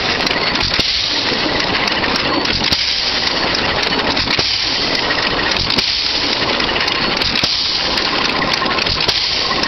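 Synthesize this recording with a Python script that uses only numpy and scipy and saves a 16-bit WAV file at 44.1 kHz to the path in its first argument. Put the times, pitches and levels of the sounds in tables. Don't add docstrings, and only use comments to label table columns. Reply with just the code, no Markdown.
import sys
import numpy as np
from scipy import signal
from scipy.fft import rfft, irfft, next_fast_len
from scipy.io import wavfile
from scipy.ndimage import map_coordinates

SR = 44100
rng = np.random.default_rng(int(sys.argv[2]) if len(sys.argv) > 2 else 0)


def generate_wav(sig):
    pcm = np.round(np.clip(np.atleast_2d(sig).T, -1, 1) * 32767).astype(np.int16)
    wavfile.write(sys.argv[1], SR, pcm)


N = 426447


def amp(db):
    return 10 ** (np.asarray(db) / 20)


def unit(x):
    return x / np.sqrt(np.mean(x ** 2) + 1e-20)


def wobble(rate):
    knots = rng.standard_normal(int(N * rate / SR) + 4)
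    return map_coordinates(knots, [np.arange(N) * rate / SR])


def filtered(x, response):
    m = next_fast_len(len(x) + 8192)
    spectrum = rfft(x, m) * response(np.fft.rfftfreq(m, 1 / SR))
    return irfft(spectrum, m)[:len(x)]


def modes(table):
    def response(f):
        return sum((-1) ** k * amp(db) * 1j * f * width / (hz * hz - f * f + 1j * f * width)
                   for k, (hz, width, db) in enumerate(table))
    return response


def rush(spectrum, grain_db=0):
    hz, db = np.transpose(spectrum)
    grain = amp(grain_db * wobble(400))
    colour = lambda f: amp(np.interp(np.log(f + 1), np.log(hz + 1), db))
    return unit(filtered(grain * rng.standard_normal(N), colour))


def add(track, s, x):
    part = track[round(s * SR):][:len(x)]
    part += x[:len(part)]


ROOM_T60_S, ROOM_DB = .15, -12


def room(x):
    out, n = np.zeros(N), SR // 4
    for k in range(0, N, n):
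        tail = amp(-60 * np.arange(n) / SR / ROOM_T60_S) * rng.standard_normal(n)
        add(out, k / SR, signal.fftconvolve(x[k:k + n], tail / np.linalg.norm(tail)))
    return out


# resonance in Hz, width in Hz, level in dB.
IRON_MODES = [(920, 220, -8), (2010, 1220, -5), (2800, 210, -4), (3610, 200, -5), (4820, 790, -6),
              (5115, 300, -0.5)]
TICKS_PER_S, CLUMP = 220, 1.1
TICK_DB, TICK_SPREAD_DB = -24.5, 4.5


def ticks():
    chance = TICKS_PER_S / SR * np.exp(CLUMP * wobble(25))
    taps = (rng.random(N) < chance) * amp(TICK_SPREAD_DB * rng.standard_normal(N))
    taps = taps * rng.choice([-1, 1], N)
    return amp(TICK_DB) * unit(filtered(taps, modes(IRON_MODES)))


# start in seconds, length in seconds, pitch in Hz, level in dB.
SQUEAKS = [(0.391, 0.14, 4420, -19.5), (2.278, 0.17, 4440, -18), (3.36, 0.11, 4440, -20.5),
           (3.886, 0.1, 4420, -21), (6.998, 0.11, 4380, -19)]
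SQUEAK_RISE = .02


def squeaks():
    out, waver = np.zeros(N), wobble(150)
    for s, length, hz, db in SQUEAKS:
        n = round(length * SR)
        climb = SQUEAK_RISE * (np.arange(n) / n - .5)
        pitch = hz * (1 + climb + 0.0087 * waver[round(s * SR):][:n])
        tone = np.sin(2 * np.pi * np.cumsum(pitch) / SR)
        add(out, s, amp(db) * tone * signal.windows.tukey(n, .4))
    return out


TURN_S = .277


def cam():
    s = np.sort([row[0] for row in TRIPS + BLASTS])
    s = np.r_[s[0] - TURN_S, s, s[-1] + TURN_S]
    return s, np.r_[0, np.cumsum(np.round(np.diff(s) / TURN_S))]


# time in seconds, panting in dB,
# cavity in dB over the panting, then the base level of each of the three pipe modes in dB.
WALK = [(0, -19.5, -10, -28.5, -17, -38.5), (2, -19.5, -5.5, -25.5, -18.5, -24),
        (3.7, -19, -6.5, -30, -20.5, -23), (5.3, -19.5, -7, -31.5, -18, -29.5),
        (6.7, -19.5, -3, -24.5, -19.5, -18.5), (7.7, -21, -7, -24, -33, -22),
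        (8.55, -18, -11.5, -13.5, -20, -31), (9.67, -18, -12.5, -12, -16.5, -43)]
# resonance in Hz, width in Hz, level in dB.
CAVITY_MODES = [(273.4, 63, -0.5), (546, 59, -6.5), (894, 80, -9.5)]
CAVITY_DRIFT = 0.12


def cavity_ring():
    drift = np.tanh(wobble(6))
    ring = np.zeros(N)
    for k in range(-2, 3):
        tuning = [(hz * (1 + k * CAVITY_DRIFT / 2), width, db) for hz, width, db in CAVITY_MODES]
        share = np.clip(1 - np.abs(2 * drift - k), 0, 1) ** .5
        ring += share * unit(filtered(rng.standard_normal(N), modes(tuning)))
    return ring


# frequency in Hz, level in dB per Hz.
PANT_SPECTRUM = [(20, -7), (165, -5.5), (404, -3), (533, -3.5), (664, -5.5), (993, -3.5), (1600, -19),
                 (2600, -120)]


def panting(t, stroke):
    s, pant_db, cavity_db, *_ = np.transpose(WALK)
    catch_db = sum(-5 * np.exp(-((t - row[0] - .006) / 0.0089) ** 2) for row in TRIPS)
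    pant = amp(np.interp(t, s, pant_db) + catch_db + 0.19 * np.cos(stroke - 4.5) + 1.18 * wobble(18))
    cavity = cavity_ring() * amp(np.interp(t, s, cavity_db) + 2.2 * wobble(18) + 2.8 * wobble(4))
    swell = 1 + 0.26 * np.cos(stroke - 5.3)
    return pant * (rush(PANT_SPECTRUM, grain_db=2.5) + swell * cavity)


# pitch in Hz, scale of the pitch waver, swing over a cam turn in dB,
# where in the turn it is strongest as a share, phase in the stroke in radians.
PIPE_MODES = [(1065, .011, 3.5, 0.57, 1.83), (1920, .016, 1.5, .6, 2.41), (2890, .013, 5, .31, 2.5)]


def pipe_hoot(t, turn, stroke):
    s, _, _, *pipe_db = np.transpose(WALK)
    quiet_db = sum(-10 * np.exp(-((t - start - .07) / 0.16) ** 6) for start, *_ in SNORTS)
    quiet_db += sum(-11 * (t > fired) * np.exp(-np.abs(t - fired) / 0.16) for fired, *_ in BLASTS)
    out = np.zeros(N)
    for (hz, waver, swing_db, share, phase), db in zip(PIPE_MODES, pipe_db):
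        puff = ((1 + np.cos(stroke - phase)) / 2) ** 1.7
        pitch = hz * (1 + waver * (1.2 * wobble(16) + 3 * wobble(220)))
        hoot = np.sin(2 * np.pi * np.cumsum(pitch) / SR)
        uneven_db = swing_db * np.cos(turn - 2 * np.pi * share) + 1.7 * wobble(14) + 3.4 * wobble(90)
        out += amp(np.interp(t, s, db) + uneven_db + quiet_db) * puff * hoot
    return out


# frequency in Hz, level in dB per Hz.
GEAR_SPECTRUM = [(760, -24), (1300, 0.5), (2890, -0.5), (3960, -3.5), (4380, 2.5), (5480, -17),
                 (13800, -120)]


def gear_rattle(stroke):
    level = amp(-21 + 1.1 * np.cos(stroke - 2.9) + 3.3 * wobble(40))
    return level * rush(GEAR_SPECTRUM, grain_db=2.5)


# middle in seconds after the snort, half length in seconds, level change in dB.
SHUT_PORTS = [(0.038, 0.042, -11), (0.143, 0.053, -7.5)]


def coasting():
    t = np.arange(N) / SR
    turn = 2 * np.pi * np.interp(t, *cam())
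    stroke = 4 * turn
    shut_db = sum(db * np.exp(-((t - start - mid) / half) ** 4)
                  for start, *_ in SNORTS for mid, half, db in SHUT_PORTS)
    air = panting(t, stroke) + pipe_hoot(t, turn, stroke)
    return amp(shut_db) * air + amp(shut_db / 2) * gear_rattle(stroke)


# time in seconds, clack in dB, rebound after seconds, rebound in dB.
TRIPS = [(0.2681, -2, .042, -4), (.5543, -7, .051, -10), (1.335, -5.5, .04, -15.5), (1.6035, -5, .038, -10),
         (1.878, -3, .043, -8), (2.161, -2.5, .04, -10), (2.4533, -5.5, .051, -5.5),
         (3.2731, -0.5, .04, -10.5), (3.5492, -5, .037, -9), (3.8326, -5, .04, -8), (4.1211, -7, .052, -7),
         (4.9525, -3, .04, -5), (5.227, -9, .043, -5), (5.517, -4.5, .05, -5), (6.0642, -1, .041, -6.5),
         (6.331, -2, .038, -9), (6.602, -5, .039, -5.5), (6.881, -4, .04, -5), (7.1712, -8, .049, -5.5),
         (7.978, -6.5, .045, -7), (8.256, -3, .04, -6), (8.539, 1.5, .036, -4.5), (8.821, -2.5, .047, -6),
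         (9.635, -1.5, .04, -10)]
# seconds after the snort, level in dB, loudest pitch in Hz.
LATCH = [(.081, -14, 3520), (.114, -7, 4420)]
# share of a cam turn, middle level in dB,
# loudest pitch in Hz.
SLACK = [(.25, -15, 3900), (.375, -16.5, 2320), (.59, -18, 2420), (.73, -17, 2840), (.865, -16.5, 3450)]
# time in seconds, level in dB, loudest pitch in Hz.
SINGLE_KNOCKS = [(0.122, -8.5, 5160), (0.831, 1.5, 4070), (2.082, -14.5, 2940), (2.1489, -12.5, 4200),
                 (2.714, -8.5, 4050), (3.901, -15, 4360), (4.1068, -6, 4130), (4.2013, -15, 5070),
                 (4.337, -6, 4550), (4.939, -12.5, 4020), (5.153, -11, 3320), (5.764, -15.5, 4600),
                 (6.498, -9.5, 2790), (6.5308, -8, 3560), (6.8086, -8, 2860), (6.949, -13, 3000),
                 (7.421, -18, 4220), (7.657, -4, 4790), (8.0508, -8, 4100), (8.1844, -9, 2220),
                 (8.219, -9.5, 3320), (8.2455, -9.5, 2500), (8.3241, -16.5, 3560), (8.388, -13, 4030),
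                 (8.419, -14.5, 3500), (8.5193, -7, 2360), (8.6634, -7, 3800), (8.787, -8, 2520),
                 (9.262, -4.5, 5070)]
SLACK_SPREAD_DB, SLACK_SCATTER_S = 2, .003
TRIP_HZ, REBOUND_HZ, LATCH_HZ = 5124, 3520, 3680
CHATTER_S, CHATTER_DB = .016, -3


def contacts():
    rows = [(s, db, TRIP_HZ) for s, db, *_ in TRIPS] + SINGLE_KNOCKS
    rows += [(s + after, db, REBOUND_HZ * np.exp(rng.normal(0, 0.18))) for s, _, after, db in TRIPS]
    rows += [(row[0] + after, db, hz) for row in SNORTS for after, db, hz in LATCH]
    rows += [(s + lands - k * CHATTER_S, db + k * CHATTER_DB, LATCH_HZ)
             for s, _, lands, db in SNORTS for k in range(2)]
    s, turns = cam()
    for k in range(int(turns[-1])):
        for share, db, hz in SLACK:
            at = np.interp(k + share, turns, s) + SLACK_SCATTER_S * rng.normal()
            level = db + SLACK_SPREAD_DB * rng.normal()
            if not any(0 < at - row[0] < 1.6 * TURN_S for row in SNORTS):
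                rows.append((at, level, hz))
    return [row for row in rows if .02 < row[0] < N / SR]


def clacks():
    out, lead = np.zeros(N), .012
    t = np.arange(SR // 20) / SR - lead
    swell = np.exp(-np.abs(t) / np.where(t < 0, .0025, .0048))
    for s, db, top_hz in contacts():
        iron = [(hz * rng.normal(1, 0.04), width, level + rng.normal(0, 2))
                for hz, width, level in IRON_MODES]
        iron.append((top_hz, 1200, 0))
        ring = unit(filtered(swell * rng.standard_normal(len(t)), modes(iron)))
        add(out, s - lead, amp(db) * np.sqrt(np.mean(swell ** 2)) * ring)
    return out


# start in seconds, level in dB,
# the latch lands after seconds, latch in dB.
SNORTS = [(0.627, -12.5, .131, -10.5), (2.528, -13, .151, -2.5), (4.195, -13, .151, -3.5),
          (5.59, -12.5, .149, -5.5), (7.243, -15.5, .149, -3.5), (8.894, -12, .148, -5)]
# seconds after the first gulp, level in dB,
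# suck-back share.
FLUTTER = [(0, 1, .6), (.022, 5, .2), (.045, 4.5, .15), (.064, -1, .3)]
# frequency in Hz, level in dB per Hz.
GAS_SPECTRUM = [(15, -33), (45, 6.5), (110, 1.5), (250, -23.5), (800, -3.5), (1500, -9), (2100, -1.5),
                (3100, -1), (4700, 3), (5600, -2), (6300, -11.5), (8000, -55)]
SEAT_AFTER_S, SEAT_LENGTH_S, SEAT_DB, SEAT_HZ = .092, 0.028, -12.5, 170


def snorts():
    gulps, spurts, t = np.zeros(N), np.zeros(N), np.arange(SR // 10) / SR
    push = np.exp(-((t - .004) / np.where(t < .004, .0008, .0022)) ** 2)
    back = np.exp(-((t - .0105) / 0.0032) ** 2)
    spurt = 0.047 * (t < .04) + np.exp(-((t - .013) / 0.0086) ** 2)
    seat = np.exp(-((t - .05) / SEAT_LENGTH_S) ** 4)
    for start, db, *_ in SNORTS:
        for after, step_db, suck in FLUTTER:
            at = start + after - .004
            add(gulps, at, amp(db + step_db + rng.normal()) * (push - suck * back))
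            add(spurts, at, amp(db + step_db - 10.0 - 130 * after) * spurt)
        rumble = unit(filtered(rng.standard_normal(len(t)), modes([(SEAT_HZ, 120, 0)])))
        add(gulps, start + SEAT_AFTER_S - .05, amp(db + SEAT_DB) * seat * rumble)
    hiss = rush(GAS_SPECTRUM, grain_db=2.5)
    whistle = filtered(hiss, modes([(4660, 1700, 11.1)]))
    return gulps + spurts * (hiss + whistle)


# time in seconds, thump in dB, hiss in dB,
# where the hiss is sharpest in Hz, below which it thins in Hz.
BLASTS = [(0.7957, 12, -6, 4050, 1550), (2.725, 5, -6.5, 4930, 1450), (4.3928, 9, -8, 4900, 1480),
          (5.785, 5.5, -6.5, 4760, 1850), (7.438, 3.5, -8.5, 4760, 2640), (9.088, 2.5, -9, 4600, 1655)]
HOLD_S = 0.25
SURGE_S, SURGE_DEPTH, SURGE_DIES_S = 0.029, 0.39, 0.09


def blasts():
    out, lead = np.zeros(N), .03
    t = np.arange(2 * SR) / SR - lead
    gas = amp(1.1 * wobble(45)) * rush(GAS_SPECTRUM, grain_db=1.5)
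    thump = -np.exp(-(t / 0.00038) ** 2) + 0.07 * np.exp(-(t / 0.005) ** 2)
    thump -= 0.053 * (t > 0) * np.exp(-np.abs(t) / .03) * np.cos(2 * np.pi * 48 * t)
    leak = 0.2 * np.exp(np.minimum(t, 0) / 0.0082)
    lift = leak + 2.43 / (1 + np.exp(-(t - .004) / 0.0029))
    roar = 1 / (1 + np.abs(t / 0.022) ** 6)
    surge = SURGE_DEPTH * np.exp(-np.abs(t) / SURGE_DIES_S) * np.cos(2 * np.pi * (t - .004) / SURGE_S)
    fade = (1 + surge) / (1 + np.abs(t / HOLD_S) ** 2.66)
    for s, thump_db, db, hz, edge_hz in BLASTS:
        jet = np.roll(gas, -round(s * SR))[:len(t)]
        jet = jet + filtered(jet, modes([(3100, 120, -4), (hz, 120, -4), (hz, 650, -1.5)]))
        jet = filtered(jet, lambda f: 0.5 + 0.39 / (1 + (edge_hz / (f + 1)) ** 8))
        bang = 0.15 * jet + 1.6 * rng.standard_normal(len(t))
        add(out, s - lead, amp(thump_db) * thump + amp(db) * lift * (roar * bang + fade * jet))
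    out[:len(t)] += amp(-17.5 - 35 * t) * gas[-len(t):]
    return out


def scene():
    engine = coasting() + ticks() + squeaks() + clacks() + blasts()
    return np.tile(engine + amp(ROOM_DB) * room(engine) + snorts(), (2, 1))


BAND_HZ, TOP_HZ = 5824, 15900


def record(dry):
    x = dry[0]
    power = x ** 2
    for lag_s in (.008, .012):
        keep = np.exp(-1 / (lag_s * SR))
        power = signal.lfilter([1 - keep], [1, -keep], power, zi=[keep * amp(-20.0)])[0]
    x = x * (amp(-32.5) / power) ** 0.49
    x = x / (1 + np.abs(x / .8) ** 4) ** .25
    x = filtered(x, lambda f: 1 / (1 + (f / BAND_HZ) ** 40) * (f < 1.08 * BAND_HZ))
    x = filtered(np.clip(x, -.68, .68), lambda f: f < TOP_HZ)
    return np.tile(x, (2, 1))


dry = scene()
out = record(dry)
generate_wav(out)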